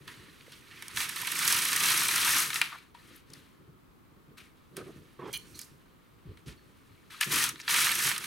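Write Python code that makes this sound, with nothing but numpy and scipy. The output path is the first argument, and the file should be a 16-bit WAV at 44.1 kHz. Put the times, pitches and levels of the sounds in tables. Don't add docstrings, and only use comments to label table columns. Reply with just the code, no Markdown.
import sys
import numpy as np
from scipy import signal
from scipy.fft import rfft, irfft, next_fast_len
from scipy.io import wavfile
from scipy.ndimage import minimum_filter1d

SR = 44100
rng = np.random.default_rng(int(sys.argv[2]) if len(sys.argv) > 2 else 0)


def volts_from_decibels(level):
    exponent = np.asarray(level, float) / 20
    return 10 ** exponent


def store_wav(level_fs):
    pcm = np.round(np.clip(np.atleast_2d(level_fs), -1, 1) * 32767)
    wavfile.write(sys.argv[1], SR, pcm.T.astype(np.int16))


N = 364266

# (time [s], level [dB])
PUSHES = [
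    [(0.0, -59), (0.38, -58), (0.544, -53), (0.64, -57), (0.75, -54), (0.94, -46.5)],
    [(0.972, -34.5), (1.032, -31.5), (1.082, -43), (1.15, -42.5), (1.2, -41.5), (1.29, -37.5),
     (1.506, -26.5), (1.616, -31), (1.78, -30.5)],
    [(1.87, -27), (2.12, -30), (2.364, -26), (2.42, -28), (2.52, -39.5), (2.558, -30.5), (2.6, -39),
     (2.7, -54), (2.94, -80)],
    [(2.945, -60), (3.176, -55), (3.246, -70.5), (3.342, -55), (3.6, -70), (3.7, -75)],
    [(7.2, -67), (7.29, -41), (7.324, -27), (7.44, -29), (7.494, -38), (7.535, -55), (7.66, -49.5)],
    [(7.672, -44), (7.694, -29), (7.786, -25.5), (7.87, -28.5), (7.972, -32.5), (8.076, -27), (8.196, -43),
     (8.26, -37)],
]
# (time [s], needles passed [count])
TRAVEL = [
    [(1.0925, 0), (1.1604, 1), (1.271, 3), (1.318, 4), (1.4233, 7), (1.4777, 9), (1.524, 11), (1.5864, 14),
     (1.7171, 18)],
    [(1.7615, 0), (1.8034, 1), (1.8348, 2), (1.8822, 4), (2.0528, 13), (2.1132, 15), (2.2479, 21),
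     (2.3247, 25), (2.4222, 30)],
    [(7.3191, 0), (7.3999, 4), (7.4398, 6), (7.4892, 8)],
    [(7.6903, 0), (7.7406, 3), (7.8639, 9), (7.9162, 11), (7.9896, 13), (8.0225, 14), (8.0694, 16),
     (8.1115, 18)],
]
# (frequency [Hz], level [dB], T60 [s])
NEEDLE_MODES = [(4100, -21, .02), (6150, -18, .018), (8450, -14, .02), (9300, -17, .015),
                (10700, -17, .016), (11350, -12, .025)]
# (time [s], peak [dB])
STICKS = [(1.318, -26), (1.39, -27), (1.5244, -20), (1.587, -24), (1.651, -24), (1.7617, -21), (1.975, -22),
          (2.1591, -22), (7.439, -18), (7.4905, -27)]
# (time [s], peak [dB], steel share [dB])
CLACKS = [(0.0777, -20, -18), (0.8231, -17.5, -10.5), (0.8816, -26.5, 0.5), (0.962, -26, 3),
          (0.9714, -4, -20), (1.0037, -9.5, -17), (1.272, -10, -38), (1.477, -11, 1.5), (1.633, -14, -20),
          (1.73, -11, -2), (1.834, -11, -30), (2.5025, -11, -17), (2.53, -13, -16), (2.5425, -18, -2),
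          (2.5576, -5, -18), (2.615, 1, -15.5), (2.7274, -22, -34), (7.1122, -40, -23), (7.2099, -5.5, -8),
          (7.376, -11, -23), (7.557, -24.5, -37), (7.5924, -29, -18), (7.5998, -19, -13.5),
          (7.6787, -3, -42), (7.741, -11, -8), (8.1133, -11, -32), (8.162, -11, -24), (8.1791, -20, 4.5),
          (8.2396, -21, -15)]
# (time [s], peak [dB], steel share [dB])
KNOCKS = [(0.52, -35, -4), (2.9482, -32, -28), (3.3343, -46.5, 14), (4.3807, -34, -11),
          (4.7675, -24.5, -0.5), (5.1945, -40, -22), (5.3293, -34, 10.5), (5.3372, -31, 4.5),
          (5.591, -26.5, 2.5), (5.614, -40, 12), (6.3722, -31, -21), (6.4806, -29, -18)]
# (time [s], hold [s], level [dB], fall [dB/s], steel share [dB])
JOLTS = [(0.07, .01, -47, 58, -9.5), (1.08, 0.004, -39, 243, -2), (1.158, 0.035, -37.5, 100, -3),
         (2.619, .01, -35, 121, -9.5), (4.368, 0.013, -52, 140.5, -6.5), (4.55, 0.18, -69.5, 102, -6.5),
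         (4.76, 0.0043, -44, 245, -7), (4.83, .01, -58, 29, -6), (5.268, 0.29, -61, 94.5, 1),
         (5.548, 0.069, -58.5, 172.5, 6.5), (5.65, .01, -68, 43, -3.5), (6.255, .02, -66, 80, -18),
         (6.378, .01, -63, 398, -7), (6.465, 0.026, -50, 280, -7), (6.56, 0.9, -70, 100, -4),
         (7.099, .03, -45, 67, -8.5), (7.203, .005, -31, 170, -2)]
# (frequency [Hz], density [dB/Hz])
SHELL_SPECTRUM = [(290, -52), (500, -22), (611, -25.5), (913, -11.5), (1260, 1.5), (1490, -4), (1810, 1.5),
                  (2000, -0.5), (2980, -1.5), (4680, -5), (5500, -6), (7150, -36), (12100, -120)]
# (frequency [Hz], density [dB/Hz])
STEEL_SPECTRUM = [(2350, -30), (4000, 0), (4680, -2), (6180, -2), (7190, 0), (8500, -1), (10700, -8),
                  (11200, -2), (12900, -11), (14100, -7), (16000, -18)]
# (frequency [Hz], width [Hz], level [dB])
SHELL_MODES = [(954, 54, -20.5), (1250, 100, -15), (1800, 140, -9), (2266, 170, -10), (2680, 250, -15),
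               (3200, 270, -14), (4070, 380, -12.5)]
# (frequency [Hz], width [Hz], level [dB])
STEEL_MODES = [(6270, 600, -25.5), (6820, 150, -20.5), (8000, 150, -34), (9200, 750, -22), (9800, 660, -13),
               (10380, 270, -16.5), (11650, 230, -25.5)]
# (frequency [Hz], width [Hz], level [dB])
CLAW_MODES = [(2410, 49, -2.5), (3000, 46, 4), (3170, 130, 3.5), (4100, 120, 1), (4500, 200, -25),
              (6020, 67, -1), (9670, 310, -2.5), (10270, 250, -8), (11500, 230, -13), (14500, 1100, -5)]
# (time [s], length [s], level [dB], box mode [Hz], upper mode [Hz], upper level [dB])
SHOVES = [(4.77, 0.061, -43, 365, 1250, -9), (4.862, 0.048, -46.5, 350, 1080, -16),
          (5.19, 0.062, -47, 374, 1030, -0.5), (5.251, 0.049, -42, 390, 1010, -10),
          (6.251, 0.0405, -51.5, 151.5, 296, -28), (6.287, 0.035, -45, 81, 200, -40),
          (6.476, 0.021, -45.5, 109, 300, -17)]
# (time [s], length [s], level [dB], frequency [Hz], width [Hz])
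RUBS = [(0.075, 0.054, -54, 1800, 392), (0.407, 0.0081, -47.5, 2490, 1500), (0.517, 0.028, -54, 3200, 2000),
        (0.709, 0.16, -53.5, 1910, 1480), (2.718, 0.046, -43.5, 1190, 414),
        (3.158, 0.012, -52.5, 12000, 3000), (3.299, 0.0088, -52, 4870, 4000),
        (3.334, 0.0072, -42.5, 4830, 1000), (5.37, 0.011, -43, 10600, 6000), (4.375, 0.097, -65, 2150, 995),
        (5.198, 0.087, -61.5, 1370, 895), (5.253, 0.049, -46, 770, 510), (5.246, 0.089, -66, 1800, 1200),
        (5.227, 0.097, -62, 3220, 150), (5.541, 0.047, -55, 4200, 400), (5.543, 0.027, -60, 6100, 300),
        (5.593, 0.046, -53, 4500, 1007), (6.458, 0.075, -59, 2500, 3970), (7.225, 0.014, -26, 2070, 1500),
        (7.603, 0.019, -46, 5000, 2000)]
# (time [s], level [dB], frequency [Hz], T60 [s])
TAPS = [(2.6144, -11.5, 1780, 0.017), (2.616, -12, 2400, 0.023), (2.6156, -18.5, 2740, 0.033),
        (2.948, -41, 960, 0.044), (6.575, -63, 4400, 0.18), (0.48, -38.5, 480, 0.014),
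        (1.232, -33.5, 1000, .03), (7.212, -17, 1720, 0.026), (7.213, -19, 2930, 0.026),
        (5.38, -59, 4370, 0.51)]
# (time [s], hold [s], table level [dB], stand level [dB])
THUDS = [(0.0, 0.28, -59, -59), (0.937, 0.044, -55.5, -48), (3.29, 0.11, -58.5, -62),
         (3.585, 0.018, -58.5, -59.5), (3.672, 0.032, -58, -54), (4.277, 0.031, -57, -59.5),
         (4.707, .04, -55.5, -70), (4.757, .03, -47.5, -63), (4.82, 0.18, -54.5, -55),
         (5.186, 0.097, -52, -68), (5.338, 0.22, -59.5, -52), (5.709, 0.016, -60.5, -58),
         (6.264, 0.036, -52, -43), (6.46, 0.031, -49.5, -41), (6.88, 0.043, -65.5, -53.5),
         (7.262, 0.08, -43, -52.5), (7.471, 0.042, -50, -51), (7.844, .07, -58, -51),
         (8.04, 0.046, -51, -56)]
# (frequency [Hz], density [dB/Hz])
TABLE_SPECTRUM = [(24, -50), (40, -17.5), (145, 4.5), (204, -2), (359, 0), (476, -7), (601, -22),
                  (750, -13.5), (980, -39), (1650, -120)]
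# (time [s], left-right difference [dB])
PLACE = [(0.0, -1.5), (1.27, -3), (2.87, 2.5), (4.32, 4), (4.71, -2), (5.54, -4.5), (6.17, 1.5),
         (6.39, -1.5), (7.04, 3.0), (8.26, -2.5)]
# (frequency [Hz], density [dB/Hz])
AIR_SPECTRUM = [(15, -37), (25, -1), (117, 1), (293, -0.5), (439, -6.5), (607, -13.5), (796, -13.5),
                (1190, -8), (1440, -14.5), (3620, -24), (5730, -30), (13200, -29.5), (14800, -26),
                (16000, -33)]

FULL_PUSH_DB = -30
THUD_RISE_S = 0.0081


def carriage():
    push_db = effort()
    shell = volts_from_decibels(push_db)
    steel = volts_from_decibels(push_db + 0.15 + 0.23 * (push_db - FULL_PUSH_DB))
    for s, hold_s, db, fall_db_per_s, share_db in JOLTS:
        jolt = volts_from_decibels(db) * burst(s, hold_s, 0.0074, fall_db_per_s)
        shell = np.hypot(shell, jolt)
        steel = np.hypot(steel, volts_from_decibels(share_db) * jolt)
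    stick_steel_db = 8
    knocks = CLACKS + KNOCKS + [(s, db, stick_steel_db) for s, db in STICKS]
    s, peak_db, share_db = np.transpose(knocks)
    snap_s, snap_db = snaps()
    shell_blows = blows(s, peak_db - 23.5, 0.0042) + blows(snap_s + .003, snap_db - 19, 0.0055)
    steel_blows = blows(s, peak_db + share_db - 11.0, 0.0023) + blows(snap_s, snap_db - 19.5, 0.002)
    shell = volts_from_decibels(-8) * shell * (0.45 + grains(900, 1.9, 0.014))
    steel = volts_from_decibels(-6.5) * steel * (0.49 + grains(1500, 2.3, 0.0058))
    steel = sounding(steel, steel_blows, STEEL_SPECTRUM, STEEL_MODES, 4500, 16500, -13.5, 7)
    steel = steel - .5 * resonance(steel, 7300, 1100) + .45 * resonance(steel, 11350, 600)
    shell = sounding(shell, shell_blows, SHELL_SPECTRUM, SHELL_MODES, 560, 4890, -9.5, 4.8)
    return shell + steel + needles(snap_s, snap_db)


def effort():
    return in_time(sum(PUSHES, []))[0]


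def snaps():
    base_db, db_per_wait_doubling, spread_db, jitter_s = 9.5, 6, 2, .0008
    runs = [np.interp(np.arange(run[-1][1] + 1), *np.transpose(run)[::-1]) for run in TRAVEL]
    s = np.concatenate(runs)
    wait_s = np.concatenate([np.gradient(run) for run in runs])
    luck = rng.standard_normal((len(s), 2))
    db = effort()[(s * SR).astype(int)] + base_db
    db = db + db_per_wait_doubling * np.log2(wait_s * 50) + spread_db * luck[:, 0]
    return s + jitter_s * luck[:, 1], np.minimum(db, -11)


def needles(s, peak_db):
    luck = rng.standard_normal((len(s), 2 * len(NEEDLE_MODES)))
    out = np.zeros((2, N))
    for k, (hz, db, t60_s) in enumerate(NEEDLE_MODES):
        heights = panned(volts_from_decibels(peak_db + db + 3 * luck[:, 2 * k]), 4 * luck[:, 2 * k + 1])
        for kind, detune in enumerate((.99, 1, 1.01)):
            clicks = np.zeros((2, N))
            clicks[:, (s[kind::3] * SR).astype(int)] = heights[:, kind::3]
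            out += ring(clicks, detune * hz, t60_s)
    return out


def weights():
    grit = rng.standard_normal(N) * (2.2 + grains(601, 2.3, 0.002))
    return claw(grit) + shoves(grit) + rubs(grit) + taps()


def claw(grit):
    start_s, length_s, damping_s = 5.331, .047, 0.038
    steel = sum(volts_from_decibels(db) * rms_one(resonance(grit, hz, width_hz)) for hz, width_hz, db in CLAW_MODES)
    damping = np.exp(-np.clip(np.arange(N) / SR - start_s, 0, 1) / damping_s)
    return volts_from_decibels(-40.5) * steel * gate(start_s, length_s, 0.0086) * damping


def shoves(grit):
    out = np.zeros(N)
    for s, length_s, db, box_hz, upper_hz, upper_db in SHOVES:
        box = narrow(grit, box_hz, 0.3 * box_hz, box_hz)
        upper = narrow(grit, upper_hz, 0.2 * upper_hz, upper_hz)
        out += volts_from_decibels(db) * (box + volts_from_decibels(upper_db) * upper) * gate(s, length_s, 0.003)
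    return out


def rubs(grit):
    out = np.zeros(N)
    for s, length_s, db, hz, width_hz in RUBS:
        out += volts_from_decibels(db) * narrow(grit, hz, width_hz, 2 * width_hz) * gate(s, length_s, 0.0043)
    return out


def taps():
    out = np.zeros(N)
    for s, db, hz, t60_s in TAPS:
        click = np.arange(N) == round(s * SR)
        out += volts_from_decibels(db) * resonance(ring(click, hz, t60_s), hz, hz / 2)
    return out


def table():
    push_db = minimum_filter1d(effort(), size=SR // 25) - FULL_PUSH_DB
    top = np.hypot(volts_from_decibels(-72.5) * duck() * grains(9, 3.0, .04), volts_from_decibels(-50 + .55 * push_db))
    legs = np.hypot(volts_from_decibels(-67) * duck(), volts_from_decibels(-66.5 + 0.23 * push_db))
    for s, hold_s, top_db, legs_db in THUDS:
        thud = burst(s, hold_s, THUD_RISE_S, 219)
        top = np.hypot(top, volts_from_decibels(top_db) * thud)
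        legs = np.hypot(legs, volts_from_decibels(legs_db) * thud)
    lumps = 2 + grains(90, 2.0, .012)
    rumble = rms_one(colour(lumps * wide_noise(-12.0), TABLE_SPECTRUM, 90, 700))
    shudder = signal.sosfilt(signal.butter(2, [55, 105], "band", fs=SR, output="sos"), wide_noise(-5.5))
    return table_note() + top * rumble + volts_from_decibels(-8.0) * legs * rms_one(shudder)


def table_note():
    hz, t60_s, ring_db = 140.4, .12, 4.5
    s, _, top_db, _ = np.transpose(THUDS)
    clicks = blows(s + THUD_RISE_S, top_db + ring_db, 1 / SR)
    return resonance(ring(clicks, hz, t60_s), hz, hz)


def room(x):
    t60_s, wall_cut_hz = 0.24, 7800
    size = next_fast_len(N + SR)
    turn = np.exp(-2j * np.pi * np.arange(size // 2 + 1) / size)
    dull = np.exp(-2 * np.pi * wall_cut_hz / SR)
    absorption = 1 - .4 + .4 * (1 - dull) / (1 - dull * turn)
    walls = np.zeros((2, len(turn)), complex)
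    for k, lag in enumerate((rng.uniform(.012, .06, size=32) * SR).astype(int)):
        loop = volts_from_decibels(-60 * lag / SR / t60_s) * absorption * turn ** lag
        walls[k % 2] += loop / (1 - loop) * (-1) ** (k // 2)
    return irfft(walls * rfft(x, size), size)[:, :N]


def still_air():
    air = volts_from_decibels(-59.5) * rms_one(colour(wide_noise(-0.098), AIR_SPECTRUM, 21.73, 16500))
    hiss = signal.sosfilt(signal.butter(2, 9000, "high", fs=SR, output="sos"), wide_noise(0))
    return duck() * (air + volts_from_decibels(-84) * hiss)


def duck():
    share, from_db, release_db_per_s = 0.15, -51.5, 40
    ramp_db = release_db_per_s * np.arange(N) / SR
    held_db = np.maximum.accumulate(effort() + ramp_db) - ramp_db
    return volts_from_decibels(-share * np.clip(held_db - from_db, 0, 99))


def sounding(steady, sudden, spectrum, modes, low_hz, high_hz, side_db, ring_db):
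    norm = np.linalg.norm(colour(np.eye(1, 4096)[0], spectrum, low_hz, high_hz))
    out = colour((steady + sudden) * wide_noise(side_db), spectrum, low_hz, high_hz) / norm
    for hz, width_hz, db in modes:
        struck = (steady * grains(150, 4.2, 0.0045) + volts_from_decibels(ring_db) * sudden) * wide_noise(side_db)
        out += volts_from_decibels(db) * resonance(struck, hz, width_hz) * np.sqrt(SR / np.pi / width_hz)
    return out


def grains(per_s, spread_db, decay_s):
    sizes = volts_from_decibels(spread_db * np.minimum(rng.exponential(1, N), 4))
    return rms_one(fade(sizes * (rng.random(N) < per_s / SR), decay_s))


def blows(s, db, decay_s):
    clicks = np.zeros(N)
    clicks[(s * SR).astype(int)] = volts_from_decibels(db)
    return fade(clicks, decay_s)


def burst(start_s, hold_s, rise_s, fall_db_per_s):
    out, first = np.zeros(N + SR), int(start_s * SR)
    t = np.arange(SR) / SR
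    fall = volts_from_decibels(-fall_db_per_s * np.clip(t - rise_s - hold_s, 0, 1))
    out[first:first + SR] = (np.clip(t / rise_s, 0, 1) * fall)[:N + SR - first]
    return out[:N]


def gate(start_s, length_s, edge_s):
    t = np.arange(N) / SR - start_s
    return np.clip(np.minimum(t, length_s - t) / edge_s, 0, 1)


def fade(clicks, decay_s):
    return signal.lfilter([1], [1, -np.exp(-1 / (decay_s * SR))], clicks + 1e-18)


def ring(x, hz, t60_s):
    r, w = volts_from_decibels(-60 / (t60_s * SR)), 2 * np.pi * hz / SR
    return signal.lfilter([0, np.sin(w)], [1, -2 * r * np.cos(w), r * r], x + 1e-18)


def resonance(x, hz, width_hz):
    r = np.exp(-np.pi * width_hz / SR)
    poles = [1, -2 * r * np.cos(2 * np.pi * hz / SR), r * r]
    return signal.lfilter([(1 - r * r) / 2, 0, (r * r - 1) / 2], poles, x)


def narrow(x, hz, width_hz, skirt_hz):
    return rms_one(resonance(resonance(x, hz, width_hz), hz, skirt_hz))


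def colour(x, points, low_hz, high_hz):
    edges = np.geomspace(low_hz, high_hz, round(3 * np.log2(high_hz / low_hz)) + 1)
    hz, db = np.transpose(points)
    gains = volts_from_decibels(np.interp(np.log(edges[1:] * edges[:-1]) / 2, np.log(hz), db))
    out = 0
    for k, gain in enumerate(gains):
        band = signal.butter(2, edges[k:k + 2], "band", fs=SR, output="sos")
        out = out + gain * (-1) ** k * signal.sosfilt(band, x)
    return out


def wide_noise(side_db):
    mid, side = rng.standard_normal((2, N))
    return mid + volts_from_decibels(side_db) * side * [[1], [-1]]


def panned(x, pan_db):
    return x * volts_from_decibels(pan_db / 2 * np.array([[1], [-1]]))


def rms_one(x):
    return x / np.sqrt(np.mean(x ** 2) + 1e-20)


def in_time(rows):
    s, *columns = np.transpose(rows)
    return [np.interp(np.arange(N) / SR, s, c) for c in columns]


def scene():
    near = panned(carriage() + weights(), in_time(PLACE)[0])
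    return near + volts_from_decibels(-18) * room(near.mean(axis=0)) + table() + still_air()


def roll_off(x):
    return signal.sosfilt(signal.butter(12, 16980, fs=SR, output="sos"), x)


def record(dry):
    side = (dry[0] - dry[1]) / 2
    airy = volts_from_decibels(1.0) * signal.sosfilt(signal.butter(2, 11000, "high", fs=SR, output="sos"), side)
    steep_cut = signal.ellip(10, .5, 55, 15900, fs=SR, output="sos")
    mix = signal.sosfilt(steep_cut, dry + airy * [[1], [-1]])
    return roll_off(mix)


dry = scene()
out = record(dry)
store_wav(out)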